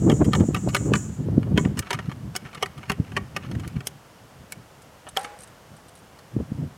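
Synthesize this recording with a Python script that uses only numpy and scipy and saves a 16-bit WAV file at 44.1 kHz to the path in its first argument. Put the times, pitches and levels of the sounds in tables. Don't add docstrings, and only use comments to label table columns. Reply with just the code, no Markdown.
import sys
import numpy as np
from scipy import signal
from scipy.fft import rfft, irfft
from scipy.io import wavfile
from scipy.ndimage import uniform_filter1d

SR = 44100
rng = np.random.default_rng(int(sys.argv[2]) if len(sys.argv) > 2 else 0)


def unload_audio(sound):
    columns = np.transpose(np.atleast_2d(sound))
    steps = np.round(np.clip(columns, -1, 1) * 32767)
    wavfile.write(sys.argv[1], SR, steps.astype(np.int16))


N = 298601
TIME = np.arange(N) / SR

# pitch in Hz, seconds to fade by 60 dB, relative level in dB.
BARREL_TONES = [(391, 0.083, -1.5), (568, 0.14, -18), (752, 0.068, -5), (970, 0.062, -4),
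                (1177, 0.055, 4.5), (1314, 0.04, 2.5), (1487, 0.035, 1), (1783, 0.022, 5),
                (1889, 0.051, -5.5), (2230, 0.057, -3), (2520, 0.027, -13), (2860, 0.028, -13),
                (2907, 0.039, 4), (3167, 0.025, 5.5), (4276, 0.014, 10.5), (5240, 0.0082, 11),
                (6450, 0.019, 4), (7220, .02, -15), (9800, 0.021, 4.5), (10300, 0.0087, 6.5)]
# start in seconds, level in dB, brightness in dB, chatter time in seconds,
# bounce level in dB relative to the stroke, air level in dB, fall of the air in dB per second.
RAM_STROKES = [(0.098, -33, -5.5, 0.0049, -6.5, -44, 20), (0.3332, -29, -6, 0.0031, -5.5, -38, 79),
               (0.5454, -32.5, -5.5, 0.006, -8.5, -44, 13), (0.7469, -25, -3, 0.0046, -7, -37.5, 75),
               (0.9363, -28.5, -6, 0.0035, -7, -34, 101), (1.5759, -27.5, -7.5, .004, -20.5, -36, 233)]
# start in seconds, length in seconds, level in dB.
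ROD_SLIDES = [(1.778, 0.29, -51.5), (2.409, 0.19, -54), (2.773, 0.16, -53), (3.038, 0.087, -53),
              (3.368, .16, -56), (3.574, 0.21, -56)]


def undb(db):
    return 10 ** (np.asarray(db) / 20)


def unit(x):
    return x / np.sqrt(np.mean(x ** 2))


def burst(x, db):
    return x * undb(db) * np.sqrt(.02 * SR / np.sum(x ** 2))


def band(x, hz, kind, order=2):
    return signal.sosfilt(signal.butter(order, np.minimum(hz, .45 * SR), kind, fs=SR, output="sos"), x)


def noise(colour):
    hz, db = np.transpose(colour)
    log_hz = np.log(np.maximum(np.fft.rfftfreq(N, 1 / SR), 1))
    gains = undb(np.interp(log_hz, np.log(hz), db))
    return unit(irfft(rfft(rng.standard_normal(N)) * gains, N))


def wander(per_s):
    step = int(SR / per_s)
    stairs = np.repeat(rng.standard_normal(N // step + 1), step)
    return unit(uniform_filter1d(uniform_filter1d(stairs, step), step)[:N])


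def fade(t, fade_s):
    return np.exp(-np.log(1000) * t / fade_s)


def held(start_s, length_s, edge_s):
    return np.clip(np.minimum(TIME - start_s, start_s + length_s - TIME) / edge_s + .5, 0, 1)


def add(out, start_s, x):
    i = max(0, int(start_s * SR))
    out[i:i + len(x)] += x[:max(0, N - i)]


def ring(tones, t, scatter_db, detune):
    hz, fade_s, db = np.transpose(tones)[:, :, None]
    size, shift, phase = rng.standard_normal((3, len(tones), 1))
    waves = np.sin(2 * np.pi * (hz * (1 + detune * shift) * t + phase))
    return np.sum(undb(db + scatter_db * size) * fade(t, fade_s) * waves, axis=0)


def chatter(length_s, rebound, count=9):
    when, size, side = rng.random((3, count))
    force = np.zeros(int(length_s * SR) + 2)
    force[0] = 1
    bounces = rebound * np.sign(side - .5) * (size + .5) * (1 - when / 2)
    np.add.at(force, (when * length_s * SR).astype(int), bounces)
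    return force


def open_air():
    # frequency in Hz, relative level in dB.
    hush_colour = [(18, -35), (30, -8), (90, 2), (328, -4.5), (499, -2), (721, -3), (1500, -8.5),
                   (2540, -15.5), (2900, -13.5), (3870, -19), (5590, -19), (9710, -23.5), (14400, -27.5),
                   (16000, -33)]
    return noise(hush_colour) * undb(-50.5 + 0.11 * wander(3.1))


def outdoor_echo(x, echo_db, fade_s):
    t = TIME[:SR // 2]
    scatter = band(rng.standard_normal(len(t)), [400, 3000], "bandpass", order=1)
    tail = scatter * fade(t, fade_s) * (t > .008)
    return x + undb(echo_db) * signal.fftconvolve(x, tail / np.sqrt(np.sum(tail ** 2)))[:N]


def wind_strength():
    # time in seconds, strength in dB.
    breeze_levels = [(0.0, -27), (0.3, -26.5), (0.51, -24), (0.89, -26), (1.04, -32), (1.26, -29.5),
                     (1.53, -26.5), (1.81, -40), (2.2, -34.5), (2.53, -45), (3.66, -37), (3.88, -44),
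                     (4.09, -57), (6.37, -56), (6.5, -31.5), (6.77, -45)]
    # time of the peak in seconds, length in seconds, strength in dB.
    gust_peaks = [(0.084, .1, -11.5), (0.216, 0.022, -10), (0.281, .05, -15.5), (0.414, 0.054, -14),
                  (0.681, 0.024, -14.5), (0.932, 0.065, -15.5), (1.357, 0.16, -19.5), (1.565, 0.062, -19),
                  (1.658, 0.12, -20), (1.789, 0.027, -21.5), (1.997, .04, -31), (2.077, 0.044, -28),
                  (2.267, 0.065, -29.5), (2.445, 0.037, -34.5), (2.646, 0.043, -39), (2.78, 0.033, -34),
                  (2.915, 0.043, -28), (3.003, 0.036, -24), (3.195, 0.087, -29), (3.548, .12, -25.5),
                  (3.67, 0.014, -22.5), (3.771, 0.039, -25.5), (4.413, 0.053, -43), (4.58, .06, -40),
                  (5.728, 0.051, -42.5), (6.388, 0.058, -21), (6.619, 0.068, -22.5)]
    times, levels_db = np.transpose(breeze_levels)
    breeze = undb(np.interp(TIME, times, levels_db) + 4 * wander(32))
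    gusts = sum(undb(db) * np.exp(-2 * ((TIME - s) / length_s) ** 2) for s, length_s, db in gust_peaks)
    return np.hypot(breeze, gusts)


def wind():
    # frequency in Hz, relative level in dB.
    rumble_colour = [(25, -28), (45, -13), (80, -1), (140, 4.5), (220, -4), (320, -14), (450, -34),
                     (700, -48), (1200, -76)]
    # time in seconds, relative level in dB, pitch in Hz.
    swirls = [(0.066, 0, 250), (0.129, 0.5, 270), (0.282, -1.5, 210), (0.386, -1.5, 170), (0.409, 1, 192),
              (0.489, -3, 264), (0.676, -8.5, 550), (0.92, -3, 344), (1.287, -11.5, 370), (1.381, 3.5, 223),
              (1.545, -4.5, 163), (1.582, -2.5, 187), (1.66, -3, 202), (2.088, -13, 160),
              (2.902, -12.5, 168), (3.001, -3.5, 156.5), (3.223, -16, 158), (3.568, -10.5, 120),
              (3.768, -12, 147), (6.367, -7.5, 248.8), (6.521, -10.5, 186)]
    strength = wind_strength()
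    rumble = noise(rumble_colour)
    rumble /= np.sqrt(uniform_filter1d(rumble ** 2, SR // 25))
    patches = undb(4 * wander(110))
    flutter = patches * noise([(150, -14.5), (300, 3.5), (450, -4), (700, -16),
                               (1200, -27), (2500, -46), (6000, -68)])
    out = strength * (undb(-3.5) * rumble + undb(1) * strength ** 0.79 * flutter)
    out = .4 * np.tanh(out / .4)
    t = np.arange(-SR // 50, SR // 50) / SR
    for s, db, hz in swirls:
        phase = rng.random(2)
        swing = np.cos(2 * np.pi * (hz * t + phase[0]))
        ripple = undb(-21.5) * np.cos(2 * np.pi * (2.42 * hz * t + phase[1]))
        add(out, s + t[0], undb(db - 4.5) * (swing + ripple) * np.exp(-(t * hz / 0.54) ** 2))
    return band(out, 46, "highpass", order=3)


def gear_jingle():
    # pitch in Hz, seconds to fade by 60 dB, relative level in dB.
    gear_tones = [(3870, 0.017, -8), (8100, .03, -10), (8600, 0.013, 4.5), (9400, 0.013, -3),
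                  (10100, 0.017, -14), (10500, 0.019, -2), (10800, 0.018, -15)]
    # start in seconds, length in seconds, typical tick level in dB.
    jingles = [(4.819, .01, -54.5), (5.088, .01, -47.5), (5.192, .06, -48.5), (5.389, .06, -50.5),
               (5.474, .01, -57.5), (5.766, .01, -60), (5.884, .01, -53), (5.953, .04, -60)]
    out, t = np.zeros(N), TIME[:SR // 10]
    for start_s, length_s, db in jingles:
        s = start_s
        while s < start_s + length_s:
            metal = ring(gear_tones, t, scatter_db=2.5, detune=.012)
            shimmer = 1.3 * rng.standard_normal(len(t)) * fade(t, .025)
            tick = np.convolve(metal + shimmer, chatter(.011, rebound=.4, count=14))
            tick = band(band(tick, 2230, "highpass"), 11500, "lowpass", order=5)
            add(out, s, burst(tick, db + 2 * rng.standard_normal()))
            s += 0.014 * (1 + rng.random() / 2)
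    return out


def airflow():
    lag_s, rise_s, lasts_s = 0.0059, 0.017, 0.31
    flow = undb(-48.5) * (TIME < RAM_STROKES[0][0] + rise_s)
    for s, *_, db, fall_db_per_s in RAM_STROKES:
        since = np.maximum(TIME - s - lag_s, 0)
        puff = held(s + lag_s + rise_s / 2, lasts_s, rise_s) * undb(db - fall_db_per_s * since)
        flow = np.maximum(flow, puff)
    return flow


def air_hiss():
    # pitch in Hz, width in Hz, relative level in dB.
    jet_tones = [(5700, 210, -8.5), (6280, 100, -2.5), (6970, 240, 3), (7380, 79, 1), (7880, 310, -4),
                 (8800, 1400, -14.5)]
    whistle = np.zeros(N)
    for hz, width_hz, db in jet_tones:
        resonance = signal.iirpeak(hz, hz / width_hz, fs=SR)
        whistle += undb(db) * signal.lfilter(*resonance, rng.standard_normal(N))
    whistle = unit(band(whistle, [5500, 9500], "bandpass"))
    hiss = undb(-18) * band(rng.standard_normal(N), 4000, "highpass")
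    return (whistle + hiss) * airflow() * undb(1.8 * wander(30.2))


def rod_scrape():
    t, slips_per_s = TIME[:SR // 10], 400
    slip_sizes = undb(4 * np.minimum(rng.exponential(size=N), 3.5))
    slips = slip_sizes * (rng.random(N) < slips_per_s / SR)
    rasp = rng.standard_normal(N) * np.convolve(slips, fade(t[:SR // 50], .02))[:N]
    barrel = signal.fftconvolve(rasp, ring(BARREL_TONES, t, scatter_db=2, detune=0.0022))[:N]
    barrel = band(barrel, 5000, "lowpass")
    rasp = band(rasp, [1100, 3200], "bandpass", order=3)
    rub = band(unit(rasp) + 0.7 * unit(barrel), 600, "highpass")
    grip = undb(3 * wander(25))
    pulls = sum(undb(db) * held(s, length_s, edge_s=0.036) for s, length_s, db in ROD_SLIDES)
    return unit(rub) * grip * pulls


def hollow_ring():
    # pitch in Hz, seconds to fade by 60 dB, level in dB.
    ping_tones = [(590, 0.055, -32), (771, 0.12, -23.5), (824, 1, -48), (1090, 0.13, -28),
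                  (1354, 0.082, -25), (1730, .3, -48), (2980, 0.021, -18), (3250, 0.012, -13.5)]
    # frequency in Hz, relative level in dB.
    ring_colour = [(250, -34), (480, 4), (800, -5), (1300, -3), (2000, -7), (3500, -18), (9000, -24),
                   (16000, -55)]
    out, start_s = np.zeros(N), 5.1715
    add(out, start_s, ring(ping_tones, TIME[:SR // 5], scatter_db=4.5, detune=0.0022))
    add(out, start_s, noise(ring_colour) * undb(-39) * (fade(TIME, 0.94) + 2.4 * fade(TIME, 0.043)))
    return out


def knock(db, bright_db, chatter_s):
    t, lead = TIME[:SR // 5], SR // 50
    body_top_hz, crack_bottom_hz = 1800, 4500
    crowd_fade = 4 * fade(t, 0.0011) + fade(t, 0.0085) + undb(2.5) * fade(t, 0.037)
    crowd = undb(10) * rng.standard_normal(len(t)) * crowd_fade
    barrel = ring(BARREL_TONES, t, scatter_db=2.5, detune=.014) + crowd
    lead_in = undb(-39) * rng.standard_normal(lead) * fade(t[:lead], 0.064)[::-1]
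    chatter_s = max(chatter_s, .001)
    strike = chatter(1.5 * chatter_s, rebound=.5 * np.sqrt(chatter_s / .005))
    hit = signal.fftconvolve(barrel, np.r_[lead_in, strike])[:len(t)]
    body = band(band(hit, 320, "highpass"), body_top_hz, "lowpass", order=4)
    clang = band(hit, [body_top_hz, crack_bottom_hz], "bandpass", order=3)
    clang = -band(clang, 3560, "lowpass", order=3)
    body_db, crack_db = -1 - bright_db, -2 + bright_db
    reach_hz = np.clip(9500 * 2 ** (crack_db / 24), 5500, 10500)
    crack = band(band(hit, crack_bottom_hz, "highpass", order=4), reach_hz, "lowpass")
    return burst(body, db + body_db) + burst(clang, db) + burst(crack, db + crack_db)


def ramrod():
    # time in seconds, level in dB, brightness in dB, chatter time in seconds.
    single_knocks = [(0.2449, -45, 1.5, 0.0082), (0.399, -46.5, -4, .012), (0.6868, -42.5, -1.5, .012),
                     (1.4304, -52, -7.5, 0.0028), (1.6508, -44, -8.5, 0.0046), (1.7721, -42.5, -3, .0085),
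                     (1.7915, -34, 6.5, 0.0025), (1.9058, -30.5, -4.5, .0076), (1.93, -32.5, -2, .006),
                     (1.944, -40.5, -5, 0.0058), (1.989, -42, -8, 0.0038), (2.0952, -52, -8, 0.007),
                     (2.1156, -47, -7.5, 0.0054), (2.3526, -39, -4, 0.0055), (2.3627, -35, 6.5, 0.0034),
                     (2.4519, -56.5, -11.5, 0.0081), (2.548, -44.5, -3.5, 0.0055),
                     (2.6257, -27.5, -5, .006), (2.659, -42, -3, 0.0041), (2.7779, -51, -4, .006),
                     (2.8973, -30, -5, 0.0053), (2.918, -36.5, -2, 0.0028), (3.1656, -30.5, -7, 0.0082),
                     (3.364, -33, -4, .006), (3.514, -47, -3, 0.0058), (3.551, -51, -5.5, 0.0052),
                     (3.5975, -50, -1, 0.0049), (3.677, -49.5, 5, 0.0049), (3.8056, -48, -5.5, 0.0038),
                     (3.8705, -34.5, 6.5, 0.0031), (4.5221, -41, 5, .002), (5.068, -50, -10.5, 0.011),
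                     (5.1659, -38, -6, 0.0019), (5.1712, -36.5, 4.5, 0.00092), (5.2461, -42, -4.5, 0.0032),
                     (6.1889, -56.5, 1, 0.004)]
    bounce_s, taps_per_s, tap_bright_db, tap_chatter_s = .018, 14, -8, .006
    blows = list(single_knocks)
    for s, db, bright_db, chatter_s, bounce_db, _, _ in RAM_STROKES:
        blows.append((s, db, bright_db, chatter_s))
        blows.append((s + bounce_s, db + bounce_db, bright_db, chatter_s))
    for s, length_s, db in ROD_SLIDES:
        count = max(1, round(length_s * taps_per_s))
        for k in range(count):
            tap_s = s + length_s * (k + rng.random()) / count
            blows.append((tap_s, db + 1.5, tap_bright_db, tap_chatter_s))
    out = np.zeros(N)
    for s, db, bright_db, chatter_s in blows:
        add(out, s - .02, knock(db, bright_db, chatter_s))
    return out


def scene():
    gun = outdoor_echo(ramrod() + gear_jingle() + rod_scrape(), echo_db=-29, fade_s=0.5)
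    return (gun + hollow_ring() + air_hiss() + wind() + open_air())[None]


def record(dry):
    return signal.sosfilt(signal.ellip(8, .2, 70, 16000, fs=SR, output="sos"), dry)


dry = scene()
out = record(dry)
unload_audio(out)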